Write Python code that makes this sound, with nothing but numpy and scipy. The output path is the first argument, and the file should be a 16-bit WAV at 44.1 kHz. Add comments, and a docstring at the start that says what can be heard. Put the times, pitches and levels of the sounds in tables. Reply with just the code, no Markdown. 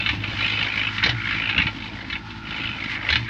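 """Electric concrete mixer up close

A pinion rattles tooth by tooth along the drum's ring gear; each tooth is a chattering contact that rings steel.
Now and then the gear jams: hard clanks ring out, the frame shudders and the drum booms.
Below, sines make the motor's hum and the drum's drone at the tooth rate; coloured noise makes the wet mix
rumble, slosh and slide, and rubbing steel whine and hiss."""
import sys
import numpy as np
from scipy import signal
from scipy.fft import rfft, irfft
from scipy.io import wavfile

SR = 44100
rng = np.random.default_rng(int(sys.argv[2]) if len(sys.argv) > 2 else 0)


def bounce(signal):
    """Save signal as a 16-bit WAV file at the path given by the first command-line argument."""
    frames = np.transpose(np.atleast_2d(signal))
    limited = np.clip(frames, -1, 1)
    pcm = np.round(limited * 32767).astype(np.int16)
    wavfile.write(sys.argv[1], SR, pcm)


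N = 145089
T = np.arange(N) / SR  # seconds
BLOW_SIZE = 8192  # samples in the sound of one blow
BLOW_T = np.arange(BLOW_SIZE) / SR
BLOW_HZ = np.fft.rfftfreq(BLOW_SIZE, 1 / SR)

# How hard the teeth meet and where the contact rings.
# Each row: time in seconds, level in dB before the teeth's trim, favoured ring in Hz.
CONTACT_PATH = [(0, -21.5, 2800), (.05, -29, 2500), (.12, -29, 2600), (.18, -39, 2600), (.27, -28.5, 2650),
                (.33, -31.5, 2350), (.43, -18.5, 2470), (.55, -23, 2550), (.61, -19.5, 2600),
                (.71, -25.5, 2250), (.79, -21, 2400), (.87, -22, 2650), (.92, -35.5, 2000),
                (1.0, -29, 2000), (1.15, -32.5, 2050), (1.3, -20, 2250), (1.37, -24, 2400),
                (1.42, -22, 2600), (1.57, -24, 2700), (1.72, -42.5, 2300), (1.85, -32, 2600),
                (1.92, -40, 2200), (2.0, -32, 1900), (2.17, -54, 2250), (2.23, -80, 2400),
                (2.45, -37, 2400), (2.51, -28.5, 2400), (2.67, -25, 2800), (2.77, -33.5, 2400),
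                (2.82, -28, 2250), (2.95, -25, 2000), (3.0, -31.5, 2100), (3.06, -24.5, 2100),
                (3.23, -37.5, 2260), (3.29, -26.5, 2290)]


def amp(db):
    """Decibels to gain."""
    return 10 ** (np.asarray(db) / 20)


def evened(x):
    """Scales to an rms of one."""
    return x / np.sqrt(np.mean(x ** 2) + 1e-20)


def curve(points, t, axis=1):
    """Reads one column of a table over time, in straight lines between rows."""
    p = np.array(points)
    return np.interp(t, p[:, 0], p[:, axis])


def colour(points, hz):
    """Gain of a spectrum table at these frequencies, joined along log frequency."""
    f, db = np.transpose(points)
    return amp(np.interp(np.log(hz + 1), np.log(f), db))


def add(mix, s, sound):
    """Mixes a sound in at a time in seconds."""
    part = mix[max(round(s * SR), 0):][:len(sound)]
    part += sound[:len(part)]


def shaped_noise(gain):
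    """White noise with this gain across its spectrum, at unit rms."""
    return evened(irfft(rfft(rng.standard_normal(N)) * gain, N))


def noise(points):
    """Noise of a given colour, at unit rms."""
    return shaped_noise(colour(points, np.fft.rfftfreq(N, 1 / SR)))


def drift(hz):
    """Random wander below about this rate, at unit rms."""
    return shaped_noise(np.exp(-(np.fft.rfftfreq(N, 1 / SR) / hz) ** 2))


def causal(gain):
    """Spectrum of the promptest (minimum-phase) response with this gain."""
    log_gain = np.log(np.r_[gain, gain[-2:0:-1]])
    return np.exp(np.conj(signal.hilbert(log_gain)))[:len(gain)]


def treble(db):
    """Shelf that lifts or lowers the top of a blow."""
    corner_hz = 3100
    return causal(amp(db * BLOW_HZ ** 8 / (BLOW_HZ ** 8 + corner_hz ** 8)))


def contact(s, gain):
    """The place where the teeth meet at this moment favours one broad ring."""
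    width_hz = 553
    return 1 + gain / (1 + 2j * (BLOW_HZ - curve(CONTACT_PATH, s, axis=2)) / width_hz)


def body(points, ring_db, wash_db, wash_t60):
    """Response of the steel at one spot: the blow itself, its clear modes and a dense wash of weak ones."""
    # Modes of the ring gear and drum. Each row: pitch in Hz, relative level in dB, 60 dB decay in seconds.
    modes = [(884, 3.5, .09), (1377, -4, 0.29), (1530, -11.5, 0.21), (1662, -11, .12), (2050, -8, 0.2),
             (2224, -2.5, 0.072), (2650, -9.5, 0.062), (2620, -15.5, 0.027), (2986, 5.5, 0.089),
             (3520, -2, 0.15), (3600, -4, 0.18), (4000, -4.5, .04)]
    ring = sum(amp(db - 60 * BLOW_T / t60) * np.cos(2 * np.pi * hz * BLOW_T) for hz, db, t60 in modes)
    wash = rng.standard_normal(BLOW_SIZE) * amp(-60 * BLOW_T / wash_t60)
    response = (BLOW_T == 0) + amp(ring_db) * ring / np.linalg.norm(ring)
    response = response + amp(wash_db) * wash / np.linalg.norm(wash)
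    return rfft(response) * causal(colour(points, BLOW_HZ))


def strike(response, chatter_s, chatter_per_s, first, rise_s):
    """One contact and its swelling, dying chatter ring the steel."""
    hits = rng.random(BLOW_SIZE) < chatter_per_s / SR
    envelope = np.exp(-BLOW_T / chatter_s) * (1 - np.exp(-BLOW_T / rise_s))
    clicks = rng.standard_normal(BLOW_SIZE) * hits * envelope
    clicks[0] = first
    sound = irfft(rfft(clicks) * response)
    # the energy of a unit rms held for 20 ms
    return evened(sound) * np.sqrt(.02 * SR / BLOW_SIZE)


def wet_mix(tooth_count):
    """The load rumbles in the drum, shaken by each tooth; it sloshes and slides grittily along the wall."""
    # Colours of the three noises. Each row: frequency in Hz, relative level in dB.
    rumble_colour = [(20, -17.5), (40, -30), (55, 1.5), (75, 4), (88, 4.5), (115, 12), (148, -1), (190, 6),
                     (240, 3.5), (320, 4), (360, -11.5), (450, -34), (650, -20.5), (1500, -64),
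                     (4000, -68.5)]
    slosh_colour = [(150, -26.5), (330, -1), (450, 2.5), (680, 4.5), (950, 4.5), (1200, -12), (2500, -18.5),
                    (8000, -67.5)]
    slide_colour = [(300, -18), (550, -35), (750, -16.5), (880, -2), (1150, 0), (1400, -6.5), (1700, 2),
                    (2500, -1), (3600, -3), (5000, -10), (6500, -23), (7400, -30.5), (8300, -39),
                    (12000, -50), (15000, -44)]
    # Their levels, around which they wander. Each row: time in seconds, level in dB.
    rumble_level = [(0, -38.5), (.55, -37), (.95, -43.5), (1.08, -33), (1.2, -39), (1.45, -39.5),
                    (1.61, -29.5), (1.72, -39), (2.35, -41), (2.65, -39), (3.05, -41.5), (3.14, -33.5),
                    (3.29, -43)]
    slosh_level = [(0, -49), (.15, -49.5), (.6, -42.5), (.85, -48), (1.02, -59), (1.07, -30.5), (1.2, -62),
                   (1.45, -46), (1.6, -44.5), (1.75, -53.5), (1.95, -47.5), (2.35, -63.5), (2.6, -46.5),
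                   (3.0, -50.5), (3.13, -40), (3.29, -66.5)]
    slide_level = [(0, -40.5), (.7, -36.5), (1.2, -38.5), (1.85, -41.5), (2.35, -43), (2.7, -40),
                   (3.29, -41)]
    shake_db, lag_teeth = 2, 0.35
    shake = shake_db * np.cos(2 * np.pi * (tooth_count - lag_teeth))
    rumble = noise(rumble_colour) * amp(curve(rumble_level, T) + shake + 2.84 * drift(32))
    slosh = noise(slosh_colour) * amp(curve(slosh_level, T) + 3.1 * drift(60))
    grit = 1.9 * drift(15) + 0.93 * drift(250)  # slow and fast wander, dB
    slide = noise(slide_colour) * amp(curve(slide_level, T) + grit)
    return rumble + slosh + slide


def rubbing():
    """Rubbing steel sings in two fuzzy whines, narrow bands of noise; a faint high hiss fades early on."""
    # Colours of the whines and hiss. Each row: frequency in Hz, relative level in dB.
    low_colour = [(300, -60), (720, -20), (815, -7), (865, 1), (930, -5), (1020, -25), (3000, -61)]
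    high_colour = [(300, -63.5), (1150, -26.5), (1320, -5), (1380, -3), (1450, 1.5), (1550, -22),
                   (4000, -65.5)]
    hiss_colour = [(3000, -37.5), (8000, -7), (11000, -8.5), (14800, 2.5), (16000, 3)]
    # Levels of the upper whine and the hiss. Each row: time in seconds, level in dB.
    high_level = [(0, -54), (1.2, -39.5), (2.1, -57), (2.3, -45), (2.75, -39.5), (2.9, -55.5), (3.29, -64)]
    hiss_level = [(0, -63.5), (.55, -76), (.95, -96), (3.29, -98)]
    low = noise(low_colour) * amp(-50.5 + 2.3 * drift(15))
    high = noise(high_colour) * amp(curve(high_level, T))
    hiss = noise(hiss_colour) * amp(curve(hiss_level, T))
    return low + high + hiss


def motor():
    """The motor hums on one slightly wavering sine."""
    # Strength of the hum. Each row: time in seconds, rms level in dB.
    hum_level = [(0, -36.5), (.6, -38), (1.5, -41.5), (2.2, -55), (3.29, -50.5)]
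    hum_hz = 104.2
    hum = np.sin(2 * np.pi * hum_hz * T + 0.18 * drift(5.4))
    return np.sqrt(2) * amp(curve(hum_level, T)) * hum


def drone(tooth_count):
    """The drum hums on multiples of the tooth rate, each wavering in level and phase."""
    # Partials of the drone. Each row: multiple of the tooth rate, rms level in dB.
    partials = [(1, -48.5), (2, -47.5), (3, -51.5), (4, -49), (5, -51), (6, -49.5), (7, -59)]
    out = np.zeros(N)
    for multiple, db in partials:
        level = amp(db + 1.7 * drift(6.3))
        phase = 2 * np.pi * (multiple * tooth_count + rng.random()) + 0.22 * drift(4.6)
        out += np.sqrt(2) * level * np.cos(phase)
    return out


def boom():
    """The drum booms on a sinking note as the gear springs free."""
    # Middle of each boom, in seconds.
    surges = [1.145, 3.215]
    level_db, width_s = -30.5, .055
    middle_hz, sag_hz_per_s = 117, 70
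    out = np.zeros(N)
    for s in surges:
        t = T - s
        swell = np.exp(-(t / width_s) ** 2)
        out += swell * np.sin(2 * np.pi * t * (middle_hz - .5 * sag_hz_per_s * t))
    return np.sqrt(2) * amp(level_db) * out


def frame():
    """The stand shudders briefly under each jam: a low sine swells and dies."""
    # Shudders. Each row: start in seconds, peak level in dB.
    thumps = [(0.086, -27), (1.035, -30), (1.576, -31), (2.104, -35), (3.095, -24.5), (3.132, -26)]
    frame_hz, rise_s, decay_s = 71, 0.015, 0.027
    out, t = np.zeros(N), T[:SR // 2]
    swell = (1 - np.exp(-t / rise_s)) ** 2 * np.exp(-t / decay_s)
    for s, db in thumps:
        add(out, s, amp(db) * swell / swell.max() * np.sin(2 * np.pi * frame_hz * t))
    return out


def clanks():
    """The gear rides up on a tight spot and drops back with a few hard knocks that ring the steel."""
    # Knocks. 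Each row: start in seconds, level in dB before the trim, treble lift in dB before the extra lift.
    knocks = [(.061, -18, -4.5), (.090, -17.5, -2), (0.238, -23.5, -9), (0.407, -50, -12),
              (.776, -27.5, -6.5), (.981, -23, -9), (1.027, -18.5, -18), (1.037, -15, 5.5),
              (1.061, -16.5, 2), (1.092, -18.5, 5.5), (1.274, -47, -4), (1.494, -21, -5.5),
              (1.579, -14, -8.5), (1.601, -19, -11), (1.619, -18, -7), (1.668, -19.5, -8.5),
              (1.823, -34.5, -7), (2.1, -26.5, -4), (2.126, -24, -1.5), (2.154, -25.5, -12),
              (2.305, -35, 0), (2.802, -33.5, -2), (3.089, -18, -10), (3.102, -19.5, 7.5),
              (3.126, -15.5, 1), (3.156, -15.5, -2)]
    # Colour of a clank. Each row: frequency in Hz, relative level in dB.
    clank_colour = [(150, -18.5), (450, -26.5), (900, -6.5), (1400, 1), (2200, 6.5), (3000, 2.5), (3300, 2),
                    (4000, 2), (4600, -10.5), (5700, -18.5), (7000, -35), (8300, -57.5), (15000, -73.5)]
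    trim_db, extra_lift_db, contact_gain = -2, 5, 1.43
    out = np.zeros(N)
    for s, db, treble_db in knocks:
        steel = body(clank_colour, ring_db=-10.5, wash_db=2.5, wash_t60=0.11)
        steel = steel * treble(treble_db + extra_lift_db) * contact(s, contact_gain)
        knock = strike(steel, chatter_s=.005, chatter_per_s=4000, first=.9, rise_s=.0005)
        add(out, s, amp(trim_db + db) * knock)
    return out


def teeth(tooth_count):
    """Each tooth lands, chatters and rings the gear briefly."""
    # Colour of a tooth. Each row: frequency in Hz, relative level in dB.
    tooth_colour = [(200, -17.5), (550, -20), (950, -19.5), (1150, -6.5), (1400, -2), (2200, -1.5),
                    (3050, -4), (3300, -8), (4000, -5.5), (4550, -17.5), (5000, -16), (5600, -26),
                    (7000, -34), (8300, -51), (15000, -63.5)]
    # How long a tooth drags. Each row: time in seconds, chatter decay in seconds.
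    drag = [(0, 0.0083), (.45, 0.01), (.85, 0.0063), (1.05, .007), (1.3, 0.0075), (1.55, 0.0032),
            (1.9, 0.0062), (2.3, 0.0051), (2.55, 0.0079), (3.29, 0.0075)]
    # Brightness of the teeth. Each row: time in seconds, treble lift in dB.
    brightness = [(0, 2), (.3, 6), (.6, 5.5), (.75, 4.5), (.95, -3.5), (1.3, -0.5), (1.55, -7.5),
                  (1.85, 11), (2.05, 4.5), (2.55, 7), (2.7, 0.5), (2.85, 5.5), (3.0, -7.5), (3.29, -1)]
    trim_db, spread_db, jitter_s, contact_gain = -3, 0.9, .0005, 5.24
    out = np.zeros(N)
    landings = T[np.diff(np.floor(tooth_count), prepend=-1) > 0]  # each whole count is a tooth
    for s in landings:
        steel = body(tooth_colour, ring_db=-11, wash_db=1, wash_t60=.036)
        steel = steel * treble(curve(brightness, s)) * contact(s, contact_gain)
        late, force = rng.standard_normal(2)
        sound = strike(steel, chatter_s=curve(drag, s), chatter_per_s=5000, first=0.75, rise_s=.001)
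        level_db = trim_db + curve(CONTACT_PATH, s) + spread_db * force
        add(out, s + jitter_s * late, amp(level_db) * sound)
    return out


def scene():
    """All parts of the mixer; one gear speed drives the teeth, the drone and the shaking of the mix."""
    # Gear speed, sagging before a jam and surging after it. Each row: time in seconds, teeth per second.
    speed = [(0, 54.35), (.45, 54.35), (.9, 53.53), (1.03, 53.46), (1.14, 56.5), (1.3, 54.17), (1.5, 54.9),
             (1.6, 56.04), (1.75, 52.93), (1.9, 54.05), (2.7, 54.11), (3.08, 52.76), (3.2, 59.06),
             (3.29, 53.64)]
    tooth_count = np.cumsum(curve(speed, T)) / SR
    background = wet_mix(tooth_count) + rubbing() + motor() + drone(tooth_count)
    jams = boom() + frame() + clanks()
    return (background + jams + teeth(tooth_count))[None]


def record(dry):
    """The band limit of the recorder: a steep low-pass."""
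    edge_hz = 15400
    low_pass = signal.firwin(511, edge_hz, window=("kaiser", 9), fs=SR)
    return signal.oaconvolve(dry, low_pass[None], "same")


dry = scene()
out = record(dry)
bounce(out)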